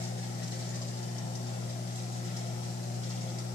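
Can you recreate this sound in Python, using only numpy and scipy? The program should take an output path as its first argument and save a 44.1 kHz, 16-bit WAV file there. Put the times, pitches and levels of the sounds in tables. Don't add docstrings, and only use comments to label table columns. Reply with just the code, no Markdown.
import sys
import numpy as np
from scipy import signal
from scipy.fft import rfft, irfft, next_fast_len
from scipy.io import wavfile
from scipy.ndimage import uniform_filter1d, map_coordinates

SR = 44100
rng = np.random.default_rng(int(sys.argv[2]) if len(sys.argv) > 2 else 0)


def boost_factor(decibels):
    exponent = np.asarray(decibels, float) / 20
    return 10 ** exponent


def waveform_to_disk(signal):
    frames = np.transpose(np.atleast_2d(signal))
    scaled = np.clip(frames, -1, 1) * 32767
    samples = np.round(scaled).astype(np.int16)
    wavfile.write(sys.argv[1], SR, samples)


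N = 156114

# (multiple of mains [count], left level [dB rms], right level [dB rms])
HUM = [(1, -81, -73), (2, -35.4, -39), (3, -44.2, -44.6), (4, -51.2, -53.8), (5, -62.5, -61),
       (6, -53.5, -60), (7, -62.3, -66.3), (8, -71, -76), (10, -71, -64.5), (15, -72, -67.5),
       (17, -75, -76), (19, -79, -80), (21, -79, -74)]
MAINS_HZ, MAINS_START_S = 59.995, .00725
HUM_SWAY_DB = 0.41
HUM_TWIST, HUM_TURN = 1.33, 2.24
LEFT_LEAD_S = 0.00036

# (pitch [Hz], level [dB rms])
WHINE = [(8000, -78), (10000, -77.5), (12000, -82), (13000, -85), (14000, -72)]

# (pitch [Hz], width [Hz], left level over the drone [dB], right level [dB])
CABINET = [(164.4, 20, 11.5, 8.5), (353, 35, 13.5, 11), (453, 19, 7, -14), (524.7, 6.8, 17, 19.5),
           (573, 8, 10.5, 11), (641, 17.5, 12, 7.5), (660, 20, 5.5, 6), (705, 18, 11.5, 9),
           (763, 13, -0.5, 7.5), (785, 22, 3, 6), (839.5, 10.6, 9, 5), (870, 13, 13, 13), (1009, 113, 8, 8),
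           (1326, 112, 9, 10.5)]
# (frequency [Hz], level [dB])
DRONE_COLOUR = [(20, -27), (45, -10), (80, -3.5), (105, 1.5), (140, 6.5), (260, -2), (480, -5.5),
                (780, 1.5), (950, -12.5)]
# (frequency [Hz], left over right [dB])
DRONE_LEFT = [(30, -8), (100, 4), (400, 0), (1200, 5.5)]
# (frequency [Hz], likeness [0 to 1])
ALIKE = [(30, .1), (70, 0.6), (200, 0.81), (330, 0.29), (600, 0.51), (1200, 0.43), (2300, 0.029),
         (14000, 0.0054)]
DRONE_DB, DRONE_PATCH_DB = -42, 2

# (time [s], level [dB])
FLOW = [(0.0, -38.5), (0.05, -51), (0.15, -55), (0.19, -49), (0.29, -49.5), (0.54, -48), (0.59, -49),
        (0.79, -51.5), (0.97, -53), (1.17, -48), (1.18, -51), (1.22, -53.5), (2.35, -47.5), (2.37, -43),
        (2.43, -48), (3.01, -54), (3.06, -47.5), (3.54, -53)]
# (frequency [Hz], level [dB])
WATER_COLOUR = [(600, -33), (1180, -14.5), (1350, -11), (1530, -10.5), (1950, -2.5), (2600, -8), (4000, -3),
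                (6900, -5), (8800, -8.5), (11000, -7)]
FLOW_DB, WATER_DB = 1, -5
SURGE_DB, FLUTTER_DB = 2, 1
BUBBLES, BUBBLE_HZ, BUBBLE_SPREAD = 11000, 5060, 0.68
SIZE_DB, BIGGEST_DB = 4, 16.5
CYCLES, RISE = 3.26, 0.57
DRIFT_M = .06
HISS_DB, HISS_SWAY_DB = -3, -1
SPRAY_DB = 8

# (time [s], peak level [dB], pitch [Hz], length [s])
SPLASHES = [(0.038, -22.5, 5800, 0.027), (0.076, -37, 5930, 0.019), (0.181, -28, 5600, 0.028),
            (0.232, -33, 5060, 0.02), (0.435, -26, 5300, 0.018), (0.479, -26.5, 6100, 0.028),
            (0.521, -26.5, 4700, 0.02), (0.545, -30, 6000, 0.021), (0.593, -29, 7300, 0.032),
            (0.7456, -26, 5250, 0.03), (0.758, -26, 6160, 0.028), (0.818, -24.5, 5660, 0.027),
            (0.883, -29, 5540, 0.013), (0.973, -28.5, 5090, 0.023), (1.029, -27, 5230, 0.029),
            (1.1787, -41, 5230, 0.028), (1.3533, -36, 5650, 0.019), (1.469, -29.5, 4940, 0.022),
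            (1.5399, -45, 5810, 0.044), (1.695, -29, 5150, 0.025), (1.875, -30, 4200, 0.021),
            (1.959, -23, 7300, 0.026), (2.126, -28, 6340, 0.029), (2.17, -29, 7800, 0.03),
            (2.251, -28.5, 5570, 0.021), (2.372, -31, 5400, 0.02), (2.471, -30, 5040, 0.021),
            (2.63, -27.5, 5300, 0.026), (2.705, -31, 5200, 0.018), (2.832, -30, 5600, 0.02),
            (2.938, -31, 6940, 0.033), (3.035, -27, 5130, 0.021), (3.104, -27.5, 4730, 0.027),
            (3.211, -28, 5300, 0.021), (3.29, -31, 5060, 0.024), (3.388, -25.5, 5500, 0.025),
            (3.462, -36, 5100, 0.02)]
SPLASH_DB, SPLASH_SPREAD, SPLASH_CORE = -8, 0.384, 0.14
# (time [s], level [dB], pitch [Hz], life [cycles])
DRIPS = [(.688, -31, 6900, 22), (.701, -30, 6950, 22), (.239, -35, 3200, 9), (.885, -33, 9300, 14),
         (2.897, -36, 1850, 5), (3.172, -31, 2700, 5), (3.274, -29, 3250, 9), (2.944, -29, 6500, 3),
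         (2.364, -23, 4900, 7), (3.106, -26, 4600, 5), (.437, -27, 5000, 5), (.52, -28, 3700, 5),
         (1.178, -23.5, 5200, 5), (1.352, -23, 5600, 8), (.818, -27, 5300, 6), (3.301, -24, 4300, 4),
         (3.033, -29, 4700, 4), (3.384, -25, 4800, 4), (1.539, -29, 5200, 4), (.071, -28, 5600, 6)]
DRIP_DB, DRIP_S = -2.2, .008

# (frequency [Hz], time to fade by 60 dB [s])
ROOM_FADE = [(500, 0.27), (4000, 0.072), (12000, 0.19)]
ROOM_DB = 5

# (pitch [Hz], width [Hz], level [dB])
PORTS = [(5500, 1290, 7.5), (7300, 1110, 9)]
PORT_TRIM_DB = [0, -1]
# (frequency [Hz], left over right [dB])
TREBLE_LEFT = [(700, -0.44), (1300, -1), (2000, 5), (2600, -2.5), (4000, 0.5), (6600, 0.5), (8000, -6),
               (11000, -5.5), (14000, -9)]
# (frequency [Hz], level [dB])
TOP_FALL = [(8000, -1), (9200, -3.5), (12000, -8.5), (14500, -16)]
TOP_HZ = 14550
HALF_EACH = np.array([[.5], [-.5]])


def unit(x):
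    return x / np.sqrt(np.mean(x ** 2) + 1e-20)


def along(points, hz):
    f, v = np.transpose(points)
    return np.interp(np.log(hz + 1), np.log(f + 1), v)


def wobble(rate):
    knots = rng.standard_normal(int(N * rate / SR) + 4)
    return map_coordinates(knots, [np.arange(N) * rate / SR])


def filtered(x, response):
    m = next_fast_len(N + SR // 2)
    return irfft(rfft(x, m) * response(np.fft.rfftfreq(m, 1 / SR)), m)[..., :N]


def peak(f, hz, width):
    return 1j * f * width / (hz * hz - f * f + 1j * f * width)


def hum():
    t = np.arange(N) / SR + MAINS_START_S + np.array([[LEFT_LEAD_S], [0]])
    total = np.zeros((2, N))
    for multiple, left, right in HUM:
        k = round(multiple)
        sway = boost_factor(HUM_SWAY_DB * np.sqrt(multiple) * wobble(5.85))
        tone = np.cos(2 * np.pi * k * MAINS_HZ * t + HUM_TWIST * k ** 2 + HUM_TURN)
        total += np.sqrt(2) * boost_factor([[left], [right]]) * sway * tone
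    return total


def whine():
    t = np.arange(N) / SR
    tones = np.zeros(N)
    for hz, db in WHINE:
        tones += np.sqrt(2) * boost_factor(db) * np.sin(2 * np.pi * hz * t + 0.4 * wobble(8.5))
    return tones * boost_factor([[-22], [0]])


def patches():
    z = signal.stft(rng.standard_normal((3, N)), nperseg=2048)[2]
    field = uniform_filter1d(rng.standard_normal(z.shape[1:]), size=4, axis=0)
    field = uniform_filter1d(field, size=6, axis=1)
    return signal.istft(z * boost_factor(DRONE_PATCH_DB * unit(field)), nperseg=2048)[1][:, :N]


def drone():
    def body(f):
        power = 1
        for hz, width, left, right in CABINET:
            power = power + abs(boost_factor([[left], [right]]) * peak(f, hz, width)) ** 2
        return boost_factor(along(DRONE_COLOUR, f)) * np.sqrt(power)

    def share(f):
        return np.clip(along(ALIKE, f), 0, 1)

    def lead(f):
        return np.exp(1j * np.pi * f * LEFT_LEAD_S * np.array([[1], [-1]]))

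    noise = patches()
    common = filtered(noise[0], lambda f: body(f) * np.sqrt(share(f)) * lead(f))
    own = filtered(noise[1:], lambda f: body(f) * np.sqrt(1 - share(f)))
    balanced = filtered(common + own, lambda f: boost_factor(along(DRONE_LEFT, f) * HALF_EACH))
    return boost_factor(DRONE_DB) * unit(balanced)


def bubbles(s, hz, size, cycles):
    k = np.arange(256)
    turns = hz[:, None] * k / SR
    rising = np.sin(2 * np.pi * turns * (1 + RISE * turns / cycles ** 2))
    tone = rising * np.exp(-3 * turns / cycles)
    where = (s[:, None] * SR).astype(int) + k
    return np.bincount(where.ravel(), (size[:, None] * tone).ravel(), N + SR)[:N]


def at_ports(s, hz, size, cycles):
    lag = DRIFT_M / 343 * rng.standard_normal(len(s))
    left = bubbles(s + .002 - lag, hz, size, cycles)
    right = bubbles(s + .002 + lag, hz, size, cycles)
    return np.array([left, right])


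def bubble_cloud(flow_db):
    hz = np.clip(BUBBLE_HZ * np.exp(BUBBLE_SPREAD * rng.standard_normal(BUBBLES)), 900, 14000)
    size_db = np.minimum(SIZE_DB * rng.exponential(size=BUBBLES), BIGGEST_DB)
    cloud = unit(at_ports(rng.random(BUBBLES) * N / SR, hz, boost_factor(size_db), CYCLES))
    return boost_factor(flow_db + SURGE_DB * wobble(7.6) + FLUTTER_DB * wobble(20)) * cloud


def spray_hiss(flow_db, near):
    swell = np.sqrt(abs(uniform_filter1d(near ** 2, size=1300)) / np.mean(near ** 2))
    spray_db = SPRAY_DB * (np.minimum(swell, 1.5) - 0.5)
    half_flow_db = (flow_db + flow_db.mean()) / 2
    level_db = spray_db + half_flow_db + HISS_DB + HISS_SWAY_DB * wobble(9.3)
    return boost_factor(level_db) * rng.standard_normal((2, N))


def room(x):
    out, step = np.zeros((2, N + SR)), SR // 3
    for a in range(0, N, step):
        hz, t, z = signal.stft(rng.standard_normal((2, step)), SR, nperseg=256)
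        fade = boost_factor(-60 * t / along(ROOM_FADE, hz)[:, None])
        tail = signal.istft(z * fade, SR, nperseg=256)[1]
        y = signal.fftconvolve(x[None, a:a + step], tail / np.linalg.norm(tail[0]), axes=1)
        out[:, a:a + y.shape[1]] += y
    return out[:, :N]


def splashes():
    shape = (len(SPLASHES), 48)
    late, tune = rng.exponential(size=shape), rng.standard_normal(shape)
    s, db, hz, length = np.transpose(SPLASHES)[..., None]
    core = np.arange(48) < 6
    when = s - .004 + np.clip(length, .004, .08) * late * np.where(core, .2, 1)
    spread = np.where(core, SPLASH_CORE, SPLASH_SPREAD)
    pitch = np.clip(hz * np.exp(spread * tune), 900, 14000)
    size = boost_factor(db + SPLASH_DB + np.where(core, 5.5, 0))
    return at_ports(when.ravel(), pitch.ravel(), size.ravel(), CYCLES)


def drips():
    s, db, hz, cycles = np.transpose(DRIPS)[..., None]
    shape = (len(DRIPS), 3)
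    late, tune = rng.random(shape), rng.standard_normal(shape)
    when = s - .002 + DRIP_S * late ** 2
    pitch = hz * (1 + 0.18 * tune / cycles)
    size = boost_factor(db + DRIP_DB) * np.ones(shape)
    life = cycles * np.ones(shape)
    return at_ports(when.ravel(), pitch.ravel(), size.ravel(), life.reshape(-1, 1))


def water():
    flow_db = FLOW_DB + np.interp(np.arange(N) / SR, *np.transpose(FLOW))
    near = bubble_cloud(flow_db) + splashes() + drips()
    hiss = spray_hiss(flow_db, near[0])
    everything = near + boost_factor(ROOM_DB) * room(near[0]) + hiss
    return boost_factor(WATER_DB) * filtered(everything, lambda f: boost_factor(along(WATER_COLOUR, f)))


def scene():
    return hum() + drone() + water()


def roll_off(x):
    return signal.sosfilt(signal.butter(12, 14650, fs=SR, output="sos"), x)


def record(dry):
    def ports(f):
        gains = []
        for (hz, width, db), trim in zip(PORTS, PORT_TRIM_DB):
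            gains.append(1 + (boost_factor(db) * boost_factor(trim) - 1) * peak(f, hz, width))
        return np.array(gains)

    def tilt(f):
        return boost_factor(along(TOP_FALL, f) + along(TREBLE_LEFT, f) * HALF_EACH)

    heard = filtered(dry, lambda f: ports(f) * tilt(f))
    mix = filtered(heard + whine(), lambda f: f < TOP_HZ)
    return roll_off(mix)


dry = scene()
out = record(dry)
waveform_to_disk(out)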